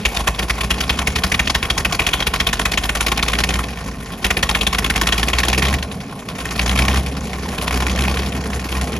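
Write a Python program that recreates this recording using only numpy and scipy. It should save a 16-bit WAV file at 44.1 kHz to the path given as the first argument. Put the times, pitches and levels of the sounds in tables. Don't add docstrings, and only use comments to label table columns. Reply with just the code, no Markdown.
import sys
import numpy as np
from scipy import signal
from scipy.fft import irfft, next_fast_len
from scipy.io import wavfile
from scipy.ndimage import uniform_filter1d, minimum_filter1d

SR = 44100
rng = np.random.default_rng(int(sys.argv[2]) if len(sys.argv) > 2 else 0)


def wav_out(sig):
    wavfile.write(sys.argv[1], SR, np.round(np.clip(np.atleast_2d(sig).T, -1, 1) * 32767).astype(np.int16))


def level_to_linear(level):
    exponent = np.asarray(level, float) / 20
    return 10 ** exponent


N = 396459

# start_s, turns_per_minute
CRANK_SPEED = [(0.0, 549.51), (0.42, 530.47), (1.32, 773.06), (1.56, 773.5), (2.4, 917.59), (3.64, 1217.81),
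               (4.27, 952.67), (4.59, 1013.12), (4.95, 1053.51), (5.41, 1204.67), (5.77, 1401.27),
               (6.55, 1134.88), (6.78, 1281.85), (7.09, 1362.29), (7.58, 1248.17), (8.36, 1353.92),
               (8.6, 1267.49), (8.99, 1340.4)]
# start_s, burn_db of a sound cylinder
FUEL_RACK = [(0, -15), (3.42, -15), (3.64, -22), (3.72, -50), (4.15, -50), (4.24, -14.5), (5.66, -15),
             (5.8, -40), (6.28, -40), (6.38, -19), (6.7, -13.5), (6.95, -17), (7.05, -30), (7.4, -26),
             (7.6, -16), (8.12, -16.5), (8.4, -25), (8.75, -21)]
# start_s, thump_db
PIPE_PRESSURE = [(1.25, -26.3), (2.1, -28.7), (3.6, -25), (3.84, -35), (4.18, -35), (4.25, -28),
                 (5.76, -21.5), (6.11, -55), (6.38, -40), (6.66, -20.5), (6.98, -19.5), (7.24, -32.5),
                 (7.58, -32), (7.79, -22), (8.1, -22), (8.45, -29.5), (8.83, -24.5), (8.99, -32)]
# pitch_hz, t60_s
GAS_T60 = [(300, 0.1), (1000, 0.078), (2500, 0.052), (6000, 0.065), (12000, 0.072)]
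EASY_RPM = 880
BANDS_HZ = np.geomspace(300, 14000, num=12)


def evened(x):
    return x / np.sqrt(np.mean(x ** 2) + 1e-20)


def read(points, hz):
    f, value = np.transpose(points)
    return np.interp(np.log(hz + 1), np.log(f + 1), value)


def curve(points, s):
    return np.interp(s, *np.transpose(points))


def heat(s):
    # start_s, end_s
    warm_s = (5.58, 5.7)
    return np.interp(s, warm_s, [0, 1])


def wake(t, db):
    return db * np.exp(-t / 0.07)


def firings():
    late_share = [0, 0.054, -0.04, 0.106, 0.06, 0.113]
    cold_cylinder_db = [4.8, -32, -30, 0.1, -4, -36]
    hot_cylinder_db = [-4, -14, -3.5, -8, -15, -30]
    unlit_cylinder_db = [-40, -38, -29, -44, -45, -48]
    # cold_db, hot_db
    scatter_db = [(.7, 1.3), (4, 4), (2.5, 1.3), (1.1, 1.4), (1.2, 4), (4, 5)]
    # start_s, burn_db
    first_blasts = [(3.22, -12), (3.43, -12.5), (4.67, -11), (5.12, -10.5), (5.62, -11.5), (6.45, -20.5),
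                    (7.49, -24.5), (7.58, -19.5), (7.68, -17.5), (7.86, -18.5), (8.96, -22)]
    # start_s, burn_db
    second_catches = [(.74, -23), (.92, -23), (1.1, -22), (1.26, -23), (2.01, -20.5), (3.02, -23),
                      (3.35, -21.5), (3.55, -21), (3.86, -25.5), (4.57, -22), (5.03, -20.5), (5.14, -22.5),
                      (5.35, -23), (5.45, -19.5), (5.54, -21), (5.64, -22), (5.72, -19.5), (6.67, -20),
                      (6.77, -19), (6.96, -19.5), (7.97, -22)]
    third_catches = [(5.65, -17.5), (5.74, -16.5), (5.83, -19.5), (6.28, -21.5), (5.91, -26), (6.48, -27),
                     (6.59, -16.5), (6.79, -13.5), (6.88, -14.5), (6.97, -18), (7.06, -22.5), (7.33, -24),
                     (8.35, -22), (8.53, -24), (8.62, -39), (8.72, -21), (8.81, -19.5), (8.9, -42)]
    fifth_catches = [(1.18, -17.5), (1.34, -17), (1.5, -14.5), (5.68, -19), (6.62, -23.5), (6.72, -22.5),
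                     (6.82, -18.5), (6.91, -23), (7.18, -41), (7.55, -41), (7.74, -21), (8.02, -23),
                     (8.75, -25)]
    sixth_catches = [(.02, -30), (2.11, -25), (3.31, -24), (3.52, -27), (4.99, -28), (5.21, -26),
                     (5.52, -26), (5.7, -24), (5.78, -23.5), (6.83, -27), (6.93, -23), (7.75, -23),
                     (8.03, -20.5), (8.21, -26), (8.76, -21.5)]
    # start_s, burn_db
    fourth_relights = [
        (2.06, -11.5),
        (2.47, -12.5),
        (4.24, -10.5),
        (5.38, -12),
        (5.48, -13.5),
        (7.16, -36),
    ]
    first_cycle = -0.2375
    sag_db_per_rpm = 0.014

    t = np.arange(N) / SR
    cycles = first_cycle + np.cumsum(curve(CRANK_SPEED, t)) / (120 * SR)
    count = np.arange(int(6 * cycles[-1]))
    which = count % 6
    s = np.interp((count + np.take(late_share, which)) / 6, cycles, t)

    hot = heat(s)
    hurry_rpm = np.maximum(curve(CRANK_SPEED, s) - EASY_RPM, 0)
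    cold_db = np.take(cold_cylinder_db, which) - (which == 0) * sag_db_per_rpm * hurry_rpm
    lit_db = curve(FUEL_RACK, s) + (1 - hot) * cold_db + hot * np.take(hot_cylinder_db, which)
    unlit_db = np.take(unlit_cylinder_db, which) - 3.5 * hot
    cold_spread, hot_spread = np.take(scatter_db, which, axis=0).T
    spread_db = (1 - hot) * cold_spread + hot * hot_spread
    chance = np.minimum(rng.standard_normal((2, len(s))), 1.1)
    burn_db = np.maximum(lit_db + spread_db * chance[0], unlit_db + 4.5 * chance[1])

    for cylinder, rows in ((0, first_blasts), (1, second_catches), (2, third_catches),
                           (4, fifth_catches), (5, sixth_catches), (3, fourth_relights)):
        for when, db in rows:
            burn_db[np.argmin(abs(s - when) + (which != cylinder))] = db
    return np.clip(np.round(s * SR).astype(int), 0, N - 1), burn_db


def swell(at, size, rise_s, t60, open_turns=0.076):
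    hold = (open_turns * SR * 60 / curve(CRANK_SPEED, at / SR)).astype(int) + 1
    start = np.clip(at - (.5 * np.maximum(hold - 190, 0)).astype(int), 0, N - 1)
    steps = np.zeros(2 * N)
    np.add.at(steps, start, size / hold)
    np.add.at(steps, start + hold, -size / hold)
    valve_open = np.cumsum(steps[:N])
    rise = np.exp(-1 / (rise_s * SR))
    fall = np.exp(-np.log(1000) / (t60 * SR))
    return signal.lfilter([1 - rise], np.convolve([1, -rise], [1, -fall]), valve_open)


def port_noise():
    # pitch_hz, likeness (0 to 1)
    likeness = [(1100, 1), (1700, .85), (5000, .8), (7100, .7), (7800, .996), (8900, .996), (9900, .7),
                (11000, .99), (12200, .98), (13200, .45), (13900, .997)]
    # pitch_hz, lead_radians
    left_lead = [(1200, 0), (2000, .8), (2900, 1.4), (3800, .5), (5400, .5), (6000, 0), (6900, -.9),
                 (7800, -3.13), (8800, -3.15), (9500, -4), (10800, -6.2), (12300, -6.35), (13000, -7),
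                 (13900, -9.42)]
    # pitch_hz, level_db
    left_tilt = [(1500, -.7), (1780, -6), (2100, 0), (2600, 1), (3150, 5), (3600, 2), (4300, 3), (5000, 1),
                 (7400, 2.5), (7800, 0)]
    hz = np.fft.rfftfreq(next_fast_len(N), 1 / SR)
    a, b, c, d = rng.standard_normal((4, len(hz)))
    same = np.clip(read(likeness, hz), 0, 1)
    left = a + 1j * b
    shared = same * left * np.exp(-1j * read(left_lead, hz))
    right = shared + np.sqrt(1 - same ** 2) * (c + 1j * d)
    ground = 1 + 0.32 * np.exp(-(hz / 2600) ** 2 - 2j * np.pi * hz / 365)
    return hz, np.array([left, right]) * level_to_linear(read(left_tilt, hz) * [[.5], [-.5]]) * ground


def gas_bands():
    # pitch_hz, level_db (per Hz)
    gas_colour = [(200, -19.5), (500, -8.5), (1000, -8.5), (2000, -3), (3300, -1), (4000, -5), (5500, -8),
                  (7500, -8.5), (10500, -11), (13000, -21)]
    # pitch_hz, width_hz, level_db
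    stack_rings = [(840, 50, -3), (1070, 80, 5.5), (1870, 53, -0.5), (2430, 350, 3), (3310, 67, -5.5),
                   (5430, 200, -10)]
    hz, z = port_noise()
    rings = sum(level_to_linear(db) / np.sqrt(1 + (2 * (hz - f) / w) ** 2) for f, w, db in stack_rings)
    z = z * level_to_linear(read(gas_colour, hz)) * (1.04 + rings)
    z *= 1 + 1.6 * np.exp(-((hz - 15300) / 1000) ** 2)
    z /= np.sqrt(np.mean(irfft(z) ** 2))
    ragged = level_to_linear(2.7 * evened(uniform_filter1d(rng.standard_normal(N), 60)))
    bands = []
    for k, one in enumerate(np.eye(len(BANDS_HZ))):
        share = np.interp(np.log(hz + 1), np.log(BANDS_HZ), one)
        bands.append(np.roll(ragged, 20000 * (k // 3)) * irfft(z * share)[:, :N])
    return bands


def pops(at, burn_db, hz):
    cylinder_voice = [1790, 1970, 2200, 3340, 1880, 2380]
    voice = np.exp(-(np.log(hz / np.resize(cylinder_voice, len(at))) / 0.49) ** 2)
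    chance_db = 2.8 * rng.standard_normal(len(at))
    size = level_to_linear(1.7 * (burn_db + 14) - 8.0 + 2.6 * voice + chance_db)
    return swell(at, size, 0.00043, 0.6 * read(GAS_T60, hz))


def clatter_level():
    t = np.arange(N) / SR
    hot = heat(t)
    full_fuel_db = np.interp(hot, [0, 1], (-33.5, -31.3))
    follows_fuel = np.interp(hot, [0, 1], (.085, .39))
    slow_rpm = np.minimum(curve(CRANK_SPEED, t) - EASY_RPM, 0)
    return level_to_linear(full_fuel_db + follows_fuel * (curve(FUEL_RACK, t) + 15) - .017 * slow_rpm + wake(t, 10.5))


def clatter(at, burn_db, ticks, level, hz):
    valve_db = [-5, 0, 7, 5.5, -6.5, 4]
    # pitch_hz, level_db
    clatter_colour = [(300, 12.5), (600, 5), (1100, 2.5), (1600, -3), (2500, -5), (4000, -8.5),
                      (5300, -0.5), (7500, -4.5), (10500, 0.5), (14000, -4)]
    ticks_db = np.resize(valve_db, len(ticks)) + 20 * np.log10(level[ticks])
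    puffs_db = np.append(0.79 * (burn_db + 30.5) - 36., ticks_db)
    puffs_db += 4.5 * rng.standard_normal(len(puffs_db))
    puffs = swell(np.append(at, ticks), level_to_linear(puffs_db), 0.00055, 1.22 * read(GAS_T60, hz))
    return level_to_linear(read(clatter_colour, hz)) * (level_to_linear(-11.5) * level + puffs)


def exhaust(at, burn_db):
    stray = np.diff(at) * rng.uniform(-0.25, 0.45, len(at) - 1)
    ticks = ((at[1:] + at[:-1]) / 2 + stray).astype(int)
    level = clatter_level()
    out = np.zeros((2, N))
    for hz, gas in zip(BANDS_HZ, gas_bands()):
        out += gas * np.hypot(pops(at, burn_db, hz), clatter(at, burn_db, ticks, level, hz))
    return out


def clearing(x):
    at = np.arange(500, 16000, 22) + rng.integers(0, 22, 705)
    taps = np.zeros(16100)
    taps[at] = rng.choice([-1., 1.], 705) * level_to_linear(-60 * at / SR / 0.42)
    return signal.fftconvolve(x, taps[None] / np.linalg.norm(taps), axes=1)[:, :N]


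def thump(at, burn_db):
    # multiple of its note, level_db, t60_s
    pipe_overtones = [(1, 0, .14), (2, -4, .07), (3, -2, .07), (4, -10, .055), (5, -14, .045),
                      (7, -14, .05)]
    # pitch_hz, overtones_db
    pipe_state = [(57, -6), (65, -2.1)]
    even = signal.savgol_filter(at.astype(float), 25, 2).astype(int)
    even = np.clip(even, 0, N - 1)
    size = level_to_linear(.6 * burn_db + rng.standard_normal(len(at)))
    hot = np.clip(even / SR / 7.5, 0, 1)
    t = np.arange(9000) / SR
    late = np.maximum(t - .008, 0)
    x = np.zeros(N)
    for (note_hz, bright_db), share in zip(pipe_state, (1 - hot, hot)):
        clicks = np.zeros(N)
        clicks[even] = size * share
        ring = np.zeros(len(t))
        for k, db, t60 in pipe_overtones:
            decay = level_to_linear(db + bright_db * (k > 1) - 60 * late / t60)
            ring += decay * np.cos(2 * np.pi * k * note_hz * (t - .0115))
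        x += signal.oaconvolve(clicks, ring * (1 - np.exp(-late / 0.0079)))[:N]
    x = signal.sosfiltfilt(signal.butter(3, 40, "high", fs=SR, output="sos"), x)
    slow = np.sqrt(uniform_filter1d(uniform_filter1d(x ** 2, 9000), 9000) + 1e-9)
    return level_to_linear(2.5) * level_to_linear(curve(PIPE_PRESSURE, np.arange(N) / SR)) * x / slow


def rumble(at):
    # pitch_hz, level_db (per Hz)
    drone_colour = [(26, -48), (45, -12), (146, -4), (183, 1.5), (281, -9), (343, -50), (404, -15),
                    (518, -14), (566, -18), (900, -23.5), (1170, -57), (1980, -120)]
    hz, z = port_noise()
    drone = evened(irfft(z * level_to_linear(read(drone_colour, hz)))[:, :N])
    beat = 0.81 + swell(at, rng.uniform(0.06, 1.04, len(at)), 0.0069, 0.24)
    t = np.arange(N) / SR
    level_db = -32.3 + .15 * (curve(PIPE_PRESSURE, t) + 28)
    level_db += .014 * abs(curve(CRANK_SPEED, t) - EASY_RPM - 120)
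    level_db += wake(t, 17.5) - 9 * np.maximum(.9 - t, 0)
    return level_to_linear(level_db) * drone * evened(beat)


def scene():
    at, burn_db = firings()
    gas = exhaust(at, burn_db)
    return gas + level_to_linear(-19.5) * clearing(gas) + thump(at, burn_db) + rumble(at)


def band_limit(x):
    return signal.sosfilt(signal.butter(12, 15840, fs=SR, output="sos"), x)


def record(dry):
    # low_hz, high_hz, signal (0 sum, 1 difference)
    dropouts = [(7750, 9250, 0), (13500, 17000, 0), (10700, 12800, 1)]
    # low_hz, high_hz
    edge_wander = [(120, 280), (450, 0.1), (200, 200)]
    peak_db = 20 * np.log10(-minimum_filter1d(-abs(dry).max(0), 200) + 1e-9)
    left, right = dry / level_to_linear(.8 * uniform_filter1d(np.maximum(peak_db + 2.5, 0), 200))
    hz, t, z = signal.stft([left + right, left - right], SR, nperseg=1024)
    bright = np.log(np.sum(abs(z[1][hz > 6000]) ** 2, axis=0) + 1e-12)
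    jump = .14 * (bright - uniform_filter1d(bright, 9))
    shut = uniform_filter1d(rng.standard_normal((3, len(t))), 3) + jump < [[.4], [.5], [.3]]
    wander = 2 * uniform_filter1d(rng.standard_normal((3, 2, len(t))), 4)
    wander *= np.array(edge_wander)[..., None]
    for (lo, hi, which), frames, (low, high) in zip(dropouts, shut, wander):
        z[which] *= 1 - (hz[:, None] > lo + low) * (hz[:, None] < hi + high) * frames
    z = z * (hz < 15750)[:, None]
    mid, side = signal.istft(z, SR, nperseg=1024)[1][:, :N] / 2
    return band_limit(np.array([mid + side, mid - side]))


dry = scene()
out = record(dry)
wav_out(out)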